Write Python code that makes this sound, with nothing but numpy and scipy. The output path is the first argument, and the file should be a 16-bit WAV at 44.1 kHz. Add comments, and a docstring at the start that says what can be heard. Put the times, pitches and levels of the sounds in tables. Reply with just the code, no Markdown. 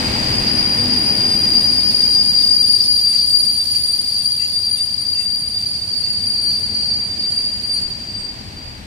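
"""Train braking at a platform

A passenger train slows a few metres away. The electric locomotive hums and recedes; the coaches
rumble after it. Their brake discs squeal near 4.7 kHz by stick-slip, sink in pitch as they pass
(Doppler) and pulse as the pads bite. Wheels scuff and ping, the running gear squeaks, a thinner
whine joins from a second brake, and the squeal dies away as the train loses speed."""
import sys
import numpy as np
from scipy import signal
from scipy.fft import rfft, irfft, next_fast_len
from scipy.io import wavfile
from scipy.ndimage import uniform_filter1d, minimum_filter1d

SR = 44100
rng = np.random.default_rng(int(sys.argv[2]) if len(sys.argv) > 2 else 0)


def generate_wav(sig):
    """Save sig (samples, or channels by samples) to the path in sys.argv[1] as 16-bit PCM at SR."""
    pcm = np.round(np.clip(np.atleast_2d(sig).T, -1, 1) * 32767).astype(np.int16)
    wavfile.write(sys.argv[1], SR, pcm)


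N = 390716
TIME = np.arange(N) / SR
ENTRY_M_PER_S, BRAKING_M_PER_S2 = 6.3, .5

# stereo balance of sound from the track: f/Hz, left-right/dB
BALANCE_DB = [(30, 2.7), (300, 3.6), (1500, 2.4), (3500, 0.74), (5800, 3), (7500, 10), (9400, 23),
              (11000, 37), (13000, 4), (15500, 5)]


def from_db(db):
    """Decibels to gain."""
    return 10 ** (np.asarray(db) / 20)


def rms_one(x):
    """Scale to unit power."""
    return x / np.sqrt(np.mean(np.abs(x) ** 2) + 1e-20)


def in_time(rows):
    """Each column of a time curve at every sample."""
    times_s, *columns = np.transpose(rows)
    return [np.interp(TIME, times_s, column) for column in columns]


def at_hz(points, hz):
    """Read a spectrum on a log-frequency axis."""
    points_hz, values = np.transpose(points)
    return np.interp(np.log(np.maximum(hz, 1)), np.log(points_hz), values)


def panned(side_db):
    """Left and right gains for a level difference."""
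    return from_db(np.array([[.5], [-.5]]) * side_db)


def drift(rate_hz):
    """Low-passed random wander, unit RMS."""
    step = 16
    pole = np.exp(-2 * np.pi * rate_hz * step / SR)
    white = rng.standard_normal(N // step + 2002)
    slow = signal.lfilter([1], [1, -2 * pole, pole * pole], white)[2000:]
    slow = rms_one(slow).astype(np.float32)
    between = np.arange(step, dtype=np.float32) / step
    return (slow[:-1, None] + np.diff(slow)[:, None] * between).ravel()[:N]


def phase_of(hz):
    """Running phase of a steady or moving pitch."""
    return 2 * np.pi * np.cumsum(hz + np.zeros(N)) / SR


def scattered(phase, width_hz, channels=2):
    """Tone over many shifting paths: random fading, independent per channel."""
    angle = (phase % (2 * np.pi)).astype(np.float32)
    cos, sin = np.cos(angle), np.sin(angle)
    return np.array([drift(width_hz) * cos + drift(width_hz) * sin for _ in range(channels)])


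def steadied(pair, span_s):
    """Even out each channel's mean power; fast beating remains."""
    size = max(int(span_s * SR), 2)
    power = uniform_filter1d(uniform_filter1d(pair ** 2, size), size // 2)
    return pair / np.sqrt(np.maximum(power, 1e-6))


def swell(centre_s, length_s):
    """Gaussian rise and fall, peak 1."""
    out = np.zeros(N)
    near = slice(*np.searchsorted(TIME, [centre_s - 2 * length_s, centre_s + 2 * length_s]))
    out[near] = np.exp(-2 * ((TIME[near] - centre_s) / length_s) ** 2)
    return out


def track_noise(layers, left_lag_s=0.000363):
    """Stereo noise in layers of (gain, spectral shape); the common part arrives on the right first."""
    # left-right likeness: f/Hz, common share of power
    likeness = [(30, .95), (280, .96), (500, 0.75), (900, 0.26), (1350, 0.51), (2500, 0.22), (6000, 0.38),
                (7500, 0)]
    size = next_fast_len(N)
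    hz = np.fft.rfftfreq(size, 1 / SR)
    alike = np.clip(at_hz(likeness, hz), 0, .965)
    sides = panned(at_hz(BALANCE_DB, hz))
    sides = sides / np.sqrt(np.mean(sides ** 2, axis=0))
    lag = np.exp(-2j * np.pi * hz * left_lag_s * np.array([[1], [0]]))
    common = sides * np.sqrt(alike) * lag
    own = sides * np.sqrt(1 - alike)
    out = 0
    for gain, colour in layers:
        white = rfft(rng.standard_normal((3, size), dtype=np.float32))
        spectrum = (common * white[2] + own * white[:2]) * from_db(at_hz(colour, hz))
        out = out + gain * rms_one(irfft(spectrum.astype(np.complex64), size)[:, :N])
    return out


def rolling():
    """Wheels on rail shake the track bed, bogies and bodies; the brake pads hiss."""
    # rolling trends: t/s, deep thrum/dB, rumble/dB, bogie and body drone/dB, wheel-rail roar/dB
    rolling_trends = [(0, -39, -29, -29, -28), (.3, -36, -28, -28, -29), (.65, -45, -36, -30, -31.5),
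                      (1.2, -46.5, -33, -28, -32.5), (2.05, -48.5, -37, -34, -38),
                      (2.9, -54, -39, -41, -44.5), (4.4, -58, -41.5, -48, -46.5),
                      (5.7, -61, -39, -44, -45.5), (6.8, -54, -37.5, -38.5, -42.5),
                      (7.7, -53, -38, -41.5, -43.5), (8.25, -48, -40, -41, -43),
                      (8.6, -44, -34, -40.5, -43.5), (8.86, -44, -38, -44, -43.5)]
    # pad hiss trend: t/s, level/dB
    hiss_trend = [(0, -37), (.3, -38.3), (.65, -43), (2.2, -41), (3.9, -42.5), (5.4, -47), (6.2, -45.5),
                  (7.75, -46), (8.86, -53)]
    # spectral shapes: f/Hz, relative density/dB
    thrum_colour = [(16, -36.5), (27, -9.5), (34, 5), (43, -1.5), (55, 0.5), (66, 0), (85, -12.5),
                    (200, -47)]
    rumble_colour = [(25, -35.5), (46, -16), (68, -2.5), (98, -0.5), (125, -4), (155, -7.5), (220, -17),
                     (500, -50.5)]
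    drone_colour = [(90, -25), (165, -5.5), (200, 4), (260, -1.5), (330, -5), (430, -9), (600, -30.5),
                    (1500, -54)]
    roar_colour = [(250, -5), (480, 2), (780, 3), (1300, -2), (1750, 0.5), (2500, 0), (3300, -4),
                   (4300, -4.5), (6000, -14.5), (10000, -40)]
    hiss_colour = [(2000, -18), (3200, 2), (3600, 1.5), (3900, 8), (4500, 15), (5400, 4.5), (6400, 1.5),
                   (7600, 1), (8300, 3.5), (9700, -0.5), (10800, -15.5), (12800, -9), (15500, -10)]
    thrum_db, rumble_db, drone_db, roar_db = in_time(rolling_trends)
    hiss_db, = in_time(hiss_trend)
    return track_noise([(from_db(thrum_db + 4.0), thrum_colour),
                        (from_db(rumble_db - 0.87), rumble_colour),
                        (from_db(drone_db - 0.14), drone_colour),
                        (from_db(roar_db + 3.0), roar_colour),
                        (from_db(hiss_db + 8.0), hiss_colour)])


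def locomotive():
    """Blower tones and gear noise, fading with distance."""
    # receding hum: t/s, level/dB
    recession = [(0, -28.5), (.5, -36.5), (.9, -32), (1.3, -38), (2, -43), (3, -51), (4.5, -55.5),
                 (8.86, -64)]
    # blowers and running gear: f/Hz, width/Hz, relative level/dB
    blowers = [(99.2, 9.2, -5.5), (130, 14, -2.5), (245.2, 8.8, -0.5), (320, 20, -7), (491, 5, -11.5),
               (871, 80, -12)]
    level_db, = in_time(recession)
    hum = sum(from_db(db) * scattered(phase_of(hz), width_hz, channels=1)
              for hz, width_hz, db in blowers)
    return from_db(level_db) * hum * panned(2.4)


def wheel_scuffs():
    """Short rasps set a wheel ringing; higher modes are damped more."""
    # scuffs: t/s, length/s, rasp/dB, ring/dB
    scuffs = [(3.145, 0.063, -36, -43), (3.76, 0.052, -37, -46), (4.193, .08, -52, -51),
              (4.43, 0.05, -38, -36), (4.80, 0.054, -41, -48), (5.2, 0.066, -42, -37.5),
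              (5.606, .05, -44, -52), (6.08, 0.067, -55, -41), (7.40, 0.14, -50, -48),
              (7.785, 0.075, -44, -50)]
    # wheel resonances: f/Hz, relative level/dB
    wheel_modes = [(2015, -10.5), (2715, -1), (6730, -11), (7290, -14)]
    # rasp spectrum: f/Hz, relative density/dB
    rasp_colour = [(900, -24), (2200, -1.5), (4500, -4), (8000, -0.5), (15000, -19.5)]
    rasp_gain = sum(from_db(db) * swell(s, length_s) for s, length_s, db, _ in scuffs)
    ring_gain = sum(from_db(db) * swell(s, length_s) for s, length_s, _, db in scuffs)
    ring = 0
    for hz, db in wheel_modes:
        mode = steadied(scattered(phase_of(hz), width_hz=0.0097 * hz), span_s=.1)
        ring = ring + from_db(db) * mode * panned(at_hz(BALANCE_DB, hz))
    return track_noise([(rasp_gain, rasp_colour)]) + ring_gain * ring


def gear_squeaks():
    """Brief rubbing tones from the running gear, one at a time, each on its own pitch."""
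    # squeaks: t/s, length/s, f/Hz, level/dB
    squeaks = [(2.83, 0.044, 5150, -26), (3.31, 0.036, 8260, -40), (4.325, .06, 3550, -43.5),
               (4.518, .05, 3570, -44), (4.78, 0.06, 3610, -40), (5.58, 0.079, 3600, -46),
               (6.83, 0.073, 8250, -49), (7.332, .04, 7600, -47), (8.2, 0.097, 8270, -46.5)]
    times_s, _, pitches_hz, _ = np.transpose(squeaks)
    nearest = np.searchsorted((times_s[:-1] + times_s[1:]) / 2, TIME)
    tone = steadied(scattered(phase_of(pitches_hz[nearest]), width_hz=60), span_s=.07)
    gain = sum(from_db(db) * swell(s, length_s) for s, length_s, _, db in squeaks)
    return gain * tone * panned(at_hz(BALANCE_DB, pitches_hz))[:, nearest]


def pad_beat(rate_hz=2.285, crest_s=6.47):
    """Steady bite and ease of the pads, -1 to 1."""
    return np.cos(2 * np.pi * rate_hz * (TIME - crest_s))


def thin_whine(pitch_hz=4411, onset_s=5.55, beat_depth_db=4.5):
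    """A second brake sings a little lower, swelling with the beat of the pads."""
    # whine trend: t/s, level/dB
    trend = [(5.6, -45), (6.25, -40.5), (6.85, -36.5), (7.1, -53), (7.4, -51), (7.78, -40.5), (8.15, -54),
             (8.86, -68)]
    trend_db, = in_time(trend)
    fade_in = np.clip((TIME - onset_s) / 0.28, 0, 1)
    gain = fade_in * from_db(trend_db + beat_depth_db * pad_beat() + 7.0)
    tone = scattered(phase_of(pitch_hz + 5 * drift(9.1)), width_hz=22)
    return gain * steadied(tone, span_s=.18) * panned(1.2)


def train_speed():
    """Speed in m/s under even braking."""
    return ENTRY_M_PER_S - BRAKING_M_PER_S2 * TIME


def disc_pitch(rest_hz=4733, pass_s=2.84, distance_m=4.3, sound_m_per_s=343):
    """Doppler shift: sharp on approach, flat once past, back towards rest pitch as the train slows."""
    speed = train_speed()
    travelled_m = np.cumsum(speed) / SR
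    ahead_m = np.interp(pass_s, TIME, travelled_m) - travelled_m
    return rest_hz * (1 + speed / sound_m_per_s * ahead_m / np.hypot(ahead_m, distance_m))


def disc_partial(near_phase, order, fade_hz, skirt_hz, skirt_db, far_db, direct_db, span_s):
    """One partial of all discs beating together; uneven friction adds a noise skirt."""
    # discs further along the train: f/Hz, relative level/dB
    far_discs = [(4650, -14.5), (4690, -8.5), (4718, -6), (4742, -9), (4775, -12)]
    phase = order * near_phase
    tone = scattered(phase, fade_hz)
    tone += from_db(direct_db) * np.cos(phase)  # the direct path does not fade
    for hz, level_db in far_discs:
        tone += from_db(level_db + far_db) * scattered(order * phase_of(hz), fade_hz)
    roughness_db = 10 * (train_speed() / ENTRY_M_PER_S - 0.76)  # a faster disc rubs more roughly
    tone += from_db(skirt_db + roughness_db) * scattered(phase, skirt_hz)
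    return steadied(tone, span_s)


def squeal_levels(beat_growth_db_per_s=0.39, third_fade_db_per_s=0.85):
    """Three partial levels in dB: trend, pad beat deepening as the train slows, and harder grabs."""
    # squeal trend: t/s, level/dB, overtone offset/dB
    trend = [(0, -22.5, -26), (.55, -16.5, -23.5), (1.3, -15, -22), (2.4, -12, -23), (3.1, -13.5, -19.5),
             (3.8, -16.5, -16.5), (4.4, -17.5, -19), (5.2, -19, -20.5), (5.6, -21.5, -20),
             (6.1, -19, -23.5), (6.55, -17.5, -21.5), (6.95, -19, -27.5), (7.8, -21, -23),
             (8.05, -26.5, -33), (8.27, -27.5, -34), (8.5, -36.5, -34), (8.75, -35.5, -34),
             (8.86, -57, -34)]
    # a pad grabs harder: t/s, length/s, squeal rise/dB, extra rise of second partial/dB
    grabs = [(1.56, .08, 3.5, -5), (2.73, 0.052, 2.5, 5), (3.36, .09, 3, -2.5), (4.77, .08, 0, 8),
             (5.366, 0.091, 4.5, -1), (6.282, 0.073, 5, 0.5), (7.45, 0.13, 3, 0.5), (7.747, 0.064, 1.5, 6)]
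    trend_db, offset_db = in_time(trend)
    beat_db = (beat_growth_db_per_s * TIME - 0.38) * pad_beat()
    held_db = trend_db + sum(db * swell(s, length_s) for s, length_s, db, _ in grabs)
    bright_db = sum(db * swell(s, length_s) for s, length_s, _, db in grabs)
    overtone_db = held_db + 0.92 * beat_db + offset_db
    first_db = held_db + beat_db - 1.2
    second_db = overtone_db + bright_db - 4.5
    third_db = overtone_db + .2 * bright_db - 7 - third_fade_db_per_s * TIME
    return first_db, second_db, third_db


def pad_grind(near_phase, squeal_db, fade_db_per_s=1.24):
    """Pads grind damped disc modes into noise that follows the squeal, catches unevenly and weakens."""
    # disc modes: ratio to squeal pitch, width/Hz, relative level/dB
    modes = [(.76, 69, -31.5), (0.934, 170, -20), (.998, 84.3, -8.5), (1.09, 85, -22), (1.265, 59.7, -36),
             (1.93, 259, -32.5)]
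    trend_db = uniform_filter1d(squeal_db, int(.7 * SR)) + 2.7 - fade_db_per_s * TIME
    catch_db = 2.7 * drift(8.7)
    grind = sum(from_db(db) * scattered(near_phase * ratio, width_hz) for ratio, width_hz, db in modes)
    return from_db(trend_db + catch_db) * grind * panned(1.8)


def brake_squeal():
    """Stick-slip of pads on discs: a piercing fundamental and two overtones in grinding noise."""
    # position of the fundamental: t/s, left-right/dB
    position = [(0, 3), (2, 4.5), (3.3, 5), (3.7, 2), (4.2, 4), (5.3, 5.5), (5.7, -3), (6.5, 3),
                (7.1, -0.5), (8, 1.5)]
    side_db, = in_time(position)
    first_db, second_db, third_db = squeal_levels()
    near_phase = phase_of(disc_pitch() + 2.967 * drift(8.6))
    first = disc_partial(near_phase, order=1, fade_hz=8.74, skirt_hz=60, skirt_db=-8.5,
                         far_db=0.04, direct_db=-3.0, span_s=0.1)
    second = disc_partial(near_phase, order=2, fade_hz=10.3, skirt_hz=150, skirt_db=-1.3,
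                          far_db=0.5, direct_db=-2.5, span_s=0.19)
    third = disc_partial(near_phase, order=3, fade_hz=18, skirt_hz=380, skirt_db=5.5,
                         far_db=-4.5, direct_db=-3.0, span_s=.18)
    biting = np.clip((8.45 - TIME) / .25, 0, 1)  # the gentle last rubbing has no overtones
    return (from_db(first_db) * first * panned(side_db)
            + biting * from_db(second_db) * second * panned(22.1)
            + biting * from_db(third_db) * third * panned(4)
            + pad_grind(near_phase, first_db))


def scene():
    """The train as heard from the platform."""
    return brake_squeal() + thin_whine() + locomotive() + rolling() + wheel_scuffs() + gear_squeaks()


def record(dry):
    """Peak limiter, then a steep low-pass."""
    ceiling, cutoff_hz = .98, 15450
    size = SR // 200  # 5 ms
    allowed_gain = ceiling / np.maximum(np.abs(dry).max(axis=0), ceiling)
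    limited = dry * uniform_filter1d(minimum_filter1d(allowed_gain, 2 * size), size)
    return signal.sosfilt(signal.ellip(12, .1, 90, cutoff_hz, fs=SR, output="sos"), limited)


dry = scene()
out = record(dry)
generate_wav(out)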